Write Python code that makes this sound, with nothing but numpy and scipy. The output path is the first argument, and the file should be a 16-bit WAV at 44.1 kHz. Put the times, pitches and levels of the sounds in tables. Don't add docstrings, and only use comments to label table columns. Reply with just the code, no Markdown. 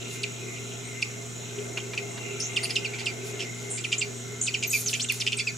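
import sys
import numpy as np
from scipy import signal
from scipy.io import wavfile
from scipy.ndimage import uniform_filter1d

SR = 44100
rng = np.random.default_rng(int(sys.argv[2]) if len(sys.argv) > 2 else 0)


def amplitude_ratio(level_db):
    exponent = np.asarray(level_db, float) / 20
    return 10 ** exponent


def wav_record(signal):
    frames = np.transpose(np.atleast_2d(signal))
    bounded = np.clip(frames, -1, 1)
    quanta = np.round(bounded * 32767).astype(np.int16)
    wavfile.write(sys.argv[1], SR, quanta)


N = 245637
T = np.arange(N) / SR

# t/s, length/s, first f/Hz, last f/Hz, peak level/dB [s, s, Hz, Hz, dB]
SLIDE_CALLS = [
    (0.232, .017, 5315, 1856, -25),
    (2.561, 0.032, 3790, 1944, -23.5),
    (2.846, 0.032, 3020, 1990, -28.5),
    (3.84, .028, 3620, 1886, -28),
    (4.539, 0.029, 3420, 1930, -25),
    (5.087, 0.039, 3840, 1920, -25),
]
DIVE_CALLS = [
    (1.019, 0.015, 7050, 2040, -21),
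    (4.459, .043, 7900, 2100, -26.5),
]
HOOK_CALLS = [
    (2.753, 0.042, 7220, 2470, -25),
    (3.056, 0.051, 6450, 2343, -27.5),
    (4.01, .038, 5205, 2257, -25.5),
    (5.386, 0.043, 7540, 2225, -25.5),
]
RASP_CALLS = [
    (0.053, 0.024, 2500, 2400, -43),
    (0.559, 0.036, 2550, 2380, -43),
    (1.583, 0.016376, 3160, 2300, -38.5),
    (1.771, .02, 2580, 2250, -29.5),
    (1.798, 0.012, 2850, 2750, -32),
    (1.931, 0.014, 2300, 2350, -34),
    (1.973, .03, 2690, 2216, -25.5),
    (2.651, 0.01207, 2700, 2650, -27.5),
    (2.934, 0.03, 2320, 2059, -31.5),
    (5.043, 0.0094, 3040, 2220, -26),
]
BUZZ_CALLS = [
    (2.4, 0.078, 5340, 6660, -31.5),
    (3.7, 0.077, 8886, 8700, -38),
    (3.705, 0.11, 7500, 7311, -36.5),
    (3.98, 0.028, 6900, 7700, -28),
    (4.412, .066, 7078, 7200, -30.5),
    (4.424, 0.048, 8800, 8500, -33.5),
    (4.699, .023, 8000, 7900, -31),
    (5.369, 0.024, 8500, 8250, -33),
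]
TICK_CALLS = [
    (2.396, .016, 9763, 8700, -33.5),
    (3.922, .012, 7370, 6500, -30.5),
    (4.411, .008, 7110, 7040, -23.5),
    (4.631, .012, 6870, 6826, -26.5),
    (4.934, .012, 7011, 5415, -26.5),
]
PEEP_CALLS = [
    (2.628, .03, 4640, 4600, -31),
    (2.702, 0.0149, 5190, 4710, -31),
]
WHISTLE_CALLS = [
    (4.668, 0.031, 6750, 6380, -34),
]
SWOOP_CALLS = [
    (4.859, .04, 6610, 2564, -26.5),
]
CLIMB_CALLS = [
    (4.995, .052, 2337, 8020, -29),
]
MEW_CALLS = [
    (5.1, 0.036, 2300, 1900, -34),
    (4.729, .053, 2540, 2180, -23.5),
    (5.468, 0.042, 2680, 1980, -25),
    (5.374, .025, 2550, 2100, -35),
    (5.4, 0.02, 3400, 3500, -37),
]
HISS_CALLS = [
    (2.693, .042, 2310, 2314, -35.5),
    (2.982, 0.055, 2190, 2520, -38),
    (3.392, .06, 2895, 2444, -36),
    (3.773, .035, 2440, 2380, -38.5),
]
CHATTER_CALLS = [
    (3.915, .04, 2444, 2310, -23.5),
    (4.623, .042, 2493, 2248, -24),
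    (4.927, .04, 2496, 2320, -25),
    (5.262, 0.026, 2586, 2334, -21),
    (5.317, .028, 2750, 2340, -24),
]
PLUNGE_CALLS = [
    (5.198, .026, 6370, 2050, -26.5),
]
CALL_SHAPE = [(1.5, .2, 7.513, 20.84, 2), (3, 0.52, 16.4, 25, 1.9), (8, 0.23, 12, 17.3, 1),
              (0.7355, .18, 10, 16.585, 0.86), (1.4, 0.036, 4.5, 6.4, 1.55), (-1, 0.25, 16, 10.4, 0.94),
              (0.5, 0.23, 12, 14, 2.5), (5.5, 0.93, 4.14, 5, 1.1), (-4, .04, 3, 11, 3.1),
              (2.5, 0.15, 3.7, 6.2, 1.5), (0.0005, 0.15, 12, 19, 1.5), (1, 0.19, 8, 11.5, 1.2),
              (.3, 0.25, 10.594, 14.92, 1.23), (-2, .7, 7, 8, 1.543)]
CALL_TIMBRE = [(91, -12, -12, -1), (208, -9.5, -12, -0.5), (231.04, -6.5, -10, -1), (420, -24, -9, -0.5),
               (710, -31, -25, 1), (550, -27, -22, 1), (400, -1, -14.5, .4), (40, -3.5, -32, 3.42),
               (350, -18, -14, -.7), (910, -10, -15, 1), (153, -9.5, -13.5, -0.5), (500, -6, -1, -1.5),
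               (262, -10.5, -6.5, -0.5), (321.2, -8, -5.5, 0)]
# t/s, top f/Hz, level/dB, dip depth/1
TRILL_CONTOUR = [
    (4.704, 6650, -33, 0),
    (4.722, 6870, -30.5, .33),
    (4.772, 6750, -35.5, 0.5),
    (4.82, 6653, -37, 0.5),
    (4.872, 6549, -67.5, 0.3),
]
# t/s, peak level/dB
BEAK_SNAPS = [
    (1.7734, -63),
    (4.9394, -43),
    (5.1218, -20),
    (5.144, -30),
]
# t/s, peak level/dB
WING_THUMPS = [
    (1.772, -37),
    (1.935, -39.5),
    (2.175, -42),
    (2.63, -41.5),
    (2.699, -44),
]
# t/s, half length/s, level/dB
FEATHER_RUSTLES = [(0.134, 0.031, -43), (0.55, .03, -61), (1.94, .012, -70), (2.65, 0.018, -41.5),
                   (2.721, 0.063, -51.5), (3.282, 0.0263, -43), (3.624, 0.048, -51), (4.79, 0.078, -41.5),
                   (4.904, 0.016, -36), (4.97, 0.035, -43), (5.142, 0.02688, -39), (5.21, .04, -47)]
# t/s, length/s, f/Hz, level/dB
CRICKET_CHIRPS = [(.33, 0.074, 8450, -73), (.62, 0.11, 8866, -58), (0.834, 0.088, 8265, -52),
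                  (1.261, 0.075, 8343, -51), (1.52, 0.25, 8737, -57), (2.1, 0.071, 8250, -52),
                  (2.5, 0.14, 8240, -52), (4.115, 0.1121, 8350, -51), (5.003, 0.06337, 8140, -40),
                  (2.45, .1, 9850, -57.5), (3.808, 0.2023, 9615, -55), (5.385, .03, 9800, -52)]
# t/s, low level/dB, high level/dB
CHORUS_LEVELS = [
    (0.0, -44.5, -44),
    (1.55, -46.5, -44),
    (2.68, -41.5, -44.5),
    (4.4, -48.5, -44),
    (4.84, -53, -40),
    (5.27, -50, -44),
    (5.57, -65, -42.5),
]
# f/Hz, width/Hz, level/dB
LOW_CHORUS_MODES = [
    (2127, 155, -1),
    (2440, 250, -2.5),
    (2750, 160, -8),
    (3280, 156, -12),
    (3400, 1400, -7.5),
]
HIGH_CHORUS_MODES = [
    (5894, 390, -6.5),
    (6834, 645, 1),
    (6996, 2300, -15.5),
    (7806, 120, -9),
]
FAR_CHORUS_MODES = [
    (1171, 71.3, -1.5),
    (1373, 120, -2),
    (1545, 80, -2),
    (1731, 21, -7.5),
]
# f/Hz, level/dB rms
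MAINS_LINES = [
    (120, -41.8),
    (240, -50.3),
    (300, -61),
]
# f/Hz, width/Hz, level/dB
HOUSING_MODES = [
    (405, 15, 4),
    (360, 42, -3),
    (478, 33.33, -12),
    (676.93, 32.98, -5.5),
    (853, 83, -12),
]
# t/s, level/dB
DRONE_LEVELS = [(0.0, -46), (0.65, -47), (0.99, -50), (1.18, -43.5), (1.35, -50), (1.38, -43), (1.5, -45),
                (1.61, -42), (1.95, -44.5), (1.99, -42), (2.22, -43), (3.43, -43), (3.57, -50),
                (3.74, -41.5), (3.77, -49), (3.83, -47), (5.52, -50.5), (5.57, -52)]
# f/Hz, density/dB per Hz
AIR_SPECTRUM = [(25, -12.5), (65, -29.5), (110, -6.5), (170, -6.5), (230, -9), (300, -10), (600, -21),
                (1450, -16.5), (1850, -23.5), (3500, -21), (4700, -12.5), (9500, -28), (15000, -34)]


def level(x, db):
    return x * amplitude_ratio(db) / np.sqrt(np.mean(x ** 2))


def band(x, hz, width_hz, order=1):
    edges_hz = [hz - width_hz / 2, hz + width_hz / 2]
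    return signal.sosfilt(signal.butter(order, edges_hz, "band", fs=SR, output="sos"), x)


def walk(rate_hz):
    k = int(SR / rate_hz)
    held = np.repeat(rng.standard_normal(N // 50), k)[:N]
    return 1.38 * uniform_filter1d(uniform_filter1d(held, k), k)


def pair(share):
    mid, side = rng.standard_normal((2, N))
    return mid + share * side * np.array([[1], [-1]])


def pan(db):
    return amplitude_ratio(np.array([[db / 2], [-db / 2]]))


def birds():
    beak, wide_open = np.zeros((2, 2, N))
    kinds = (SLIDE_CALLS, DIVE_CALLS, HOOK_CALLS, RASP_CALLS, BUZZ_CALLS, TICK_CALLS, PEEP_CALLS, WHISTLE_CALLS,
             SWOOP_CALLS, CLIMB_CALLS, MEW_CALLS, HISS_CALLS, CHATTER_CALLS, PLUNGE_CALLS)
    for calls, shape, (blur_hz, octave_db, rasp_db, pan_db) in zip(kinds, CALL_SHAPE, CALL_TIMBRE):
        path = wide_open if calls is WHISTLE_CALLS else beak
        for start_s, *row in calls:
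            hz, gain = call(*row, *shape)
            if calls is CHATTER_CALLS:
                pitch_stroke, gain_stroke = strokes(len(hz))
                hz, gain = hz * pitch_stroke, gain * gain_stroke
            i = int(start_s * SR)
            path[:, i:i + len(hz)] += pan(pan_db) * syrinx(hz, blur_hz, octave_db, rasp_db) * gain
    return band(beak, 5880, 7650, order=6) + wide_open


def call(length_s, first_hz, last_hz, peak_db, settle, crest, swell_db, fade_db, late):
    u = np.linspace(0, 1, int(length_s * SR))
    glide = np.expm1(-settle * u) / np.expm1(-settle)
    hz = first_hz * (last_hz / first_hz) ** glide
    swell = swell_db * np.clip(1 - u / crest, 0, 1)
    fade = fade_db * np.clip((u - crest) / (1 - crest), 0, 1) ** late
    edge = np.clip(np.minimum(u, 1 - u) * length_s / 0.00032, 0, 1)
    return hz, amplitude_ratio(peak_db - swell - fade) * edge


def strokes(count):
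    phase = (T[:count] * 103.03 + .7) % 1
    pitch = 1 + 0.578 * np.exp(-phase / .08)
    gain = uniform_filter1d(1.29 * np.exp(-phase / 0.57), size=40)
    return pitch, gain


def syrinx(hz, blur_hz, octave_db, rasp_db):
    n = len(hz)
    white = rng.standard_normal((3, 8000)) + 1j * rng.standard_normal((3, 8000))
    wobble = signal.sosfilt(signal.butter(4, blur_hz * 1.07, fs=SR, output="sos"), white)[:, -n:]
    wobble = wobble / np.std(wobble, axis=1, keepdims=True)
    share = np.array([[blur_hz], [blur_hz + 200], [blur_hz + 400]]) / (blur_hz + 400)
    share = share ** .7
    shake = np.sqrt(1 - share) + np.sqrt(share) * wobble
    turns = np.exp(2j * np.pi * np.cumsum(hz) / SR) ** np.array([[1], [2], [3]])
    fade = np.clip((15000 - np.outer([1, 2, 3], hz)) / min(blur_hz ** 2 / 8, 8000), 0, 1)
    tone = np.real(amplitude_ratio([0, octave_db, octave_db - 10]) @ (shake * turns * fade))
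    phase = np.cumsum(np.repeat(rng.uniform(.85, 1.15, 40), 300)[:n]) * 100 / SR
    slap = np.exp(-((phase + .7) % 1) / .4)
    slap = uniform_filter1d(slap, size=90)
    slap /= np.sqrt(np.mean(slap ** 2))
    tone *= 1 + np.clip(blur_hz / 600 - .2, 0, .6) * (slap - 1)
    puffs = slap * band(white[0].imag, 3320, 3922, order=2)[-n:]
    return np.sqrt(2) * tone + amplitude_ratio(rasp_db) * puffs / np.std(puffs)


def trill():
    out = np.zeros((2, N))
    s, *columns = np.transpose(TRILL_CONTOUR)
    on = slice(int(s[0] * SR), int(s[-1] * SR))
    hz, db, depth = (np.interp(T[on], s, c) for c in columns)
    beat = np.pi * 74 * (T[on] - 4.7272)
    dip = (1 - np.abs(np.sin(beat))) ** 1.3 * (beat > -np.pi / 2)
    tone = syrinx(hz * (1 - depth * dip), blur_hz=70, octave_db=6.5, rasp_db=-12)
    out[:, on] = pan(1) * tone * amplitude_ratio(db - 11 * dip)
    return porch(band(out, 7000, 8066, order=4), 0.11, -2.5)


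def snaps(events, hz, width_hz, decay_s, lift_db):
    out = np.zeros(N)
    for s, db in events:
        burst = rng.standard_normal(900) * np.exp(-T[:900] / decay_s)
        out[int(s * SR):int(s * SR) + 900] += amplitude_ratio(db + lift_db) * burst
    return band(out, hz, width_hz, order=2) * pan(-1)


def rustle():
    swell = sum(amplitude_ratio(db) * np.exp(-((T - s) / half_s) ** 2 / 2) for s, half_s, db in FEATHER_RUSTLES)
    grains = pair(.45) * amplitude_ratio(.8 * walk(300))
    return level(band(grains, 6940, 6700, order=2), 0) * swell


def echoes(x):
    wall_s, wall_db = .0046, -11
    t = T[:SR // 2]
    tail = rng.standard_normal((2, len(t))) * amplitude_ratio(-60 * t / 0.22) * (t > .008)
    tail *= amplitude_ratio(-10.5) / np.sqrt(np.sum(tail ** 2) / 2)
    tail[:, 0] = 1
    tail[0, int(wall_s * SR)] = amplitude_ratio(wall_db)
    tail[1, int(wall_s * SR) + 3] = amplitude_ratio(wall_db + 8.0)
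    return signal.fftconvolve(x, tail, axes=1)[:, :N]


def porch(x, t60_s, wet_db):
    tail = rng.standard_normal(4000) * amplitude_ratio(-60 * T[:4000] / t60_s)
    tail *= amplitude_ratio(wet_db) / np.sqrt(np.sum(tail ** 2))
    tail[0] = 1
    tail /= np.sqrt(np.sum(tail ** 2))
    return signal.fftconvolve(x, tail[None], axes=1)[:, :N]


def crickets():
    out = np.zeros(N)
    for s, length_s, hz, db in CRICKET_CHIRPS:
        shape = np.sin(np.pi * np.clip((T - s) / length_s, 0, 1)) ** 0.35
        out += shape * level(band(rng.standard_normal(N), hz, 97.6, order=2), db - 1.0)
    return out * pan(0)


def chorus(modes, rate_hz, share, flicker_db):
    out = 0
    for hz, width_hz, db in modes:
        clicks = pair(share) * (rng.random(N) < rate_hz / SR)
        out = out + level(band(clicks, hz, width_hz, order=2), db) * amplitude_ratio(flicker_db * walk(9))
    return level(out, 0)


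def cooler(drone_db):
    hum = duct = 0
    for k, (hz, db) in enumerate(MAINS_LINES):
        hum = hum + np.sqrt(2) * amplitude_ratio(db + 0.067 * k * walk(20)) * np.sin(2 * np.pi * hz * T + k)
    for hz, width_hz, db in HOUSING_MODES:
        ring = band(pair((hz / 700) ** 1.53), hz, width_hz)
        duct = duct + level(ring, db) * amplitude_ratio(2.1 * walk(11))
    late = np.array([hum, np.roll(hum, 26)])
    return late + level(duct, 0) * amplitude_ratio(drone_db + 3.0)


def air():
    out = 0
    knots_hz, dbs = np.transpose(AIR_SPECTRUM)
    for hz in 30 * 2 ** np.arange(0, 9.1, .5):
        db = np.interp(np.log(hz), np.log(knots_hz), dbs) + 10 * np.log10(hz) + 0.4 * walk(3)
        share = np.interp(np.log(hz), np.log([40, 200, 600, 1600, 3000]), [1.3, .45, 1.2, 1.2, .6])
        out = out + amplitude_ratio(db) * level(band(pair(share), hz, hz / 2.43, order=2), 0)
    return level(out, -44.5)


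def scene():
    s, *columns = np.transpose(CHORUS_LEVELS)
    low_db, high_db = (np.interp(T, s, c) for c in columns)
    insects = chorus(LOW_CHORUS_MODES, 1500, 0.8235, 3.3) * amplitude_ratio(low_db)
    insects = insects + chorus(HIGH_CHORUS_MODES, 4000, 0.15, 0.5315) * amplitude_ratio(high_db)
    insects = insects + chorus(FAR_CHORUS_MODES, 900, 0.7, 4.03) * amplitude_ratio(-55.5)
    far = porch(insects + air(), t60_s=0.052, wet_db=-4.5)
    far = far - 0.5926 * band(far, 4600, 740)
    knocks = snaps(BEAK_SNAPS, 8346, 13000, 0.002302, 0.5) + snaps(WING_THUMPS, 2140, 3300, 0.036, 10.05)
    calls = porch(amplitude_ratio(2.0) * (birds() + trill()), t60_s=.025, wet_db=-10)
    near = echoes(calls) + knocks + rustle()
    drone_db = np.interp(T, *np.transpose(DRONE_LEVELS))
    return near + far + crickets() + cooler(drone_db)


def band_limit(x):
    return signal.sosfilt(signal.butter(12, 15770, fs=SR, output="sos"), x)


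def record(dry):
    mix = signal.sosfilt(signal.ellip(8, .2, 70, 15550, fs=SR, output="sos"), dry)
    return band_limit(mix)


dry = scene()
out = record(dry)
wav_record(out)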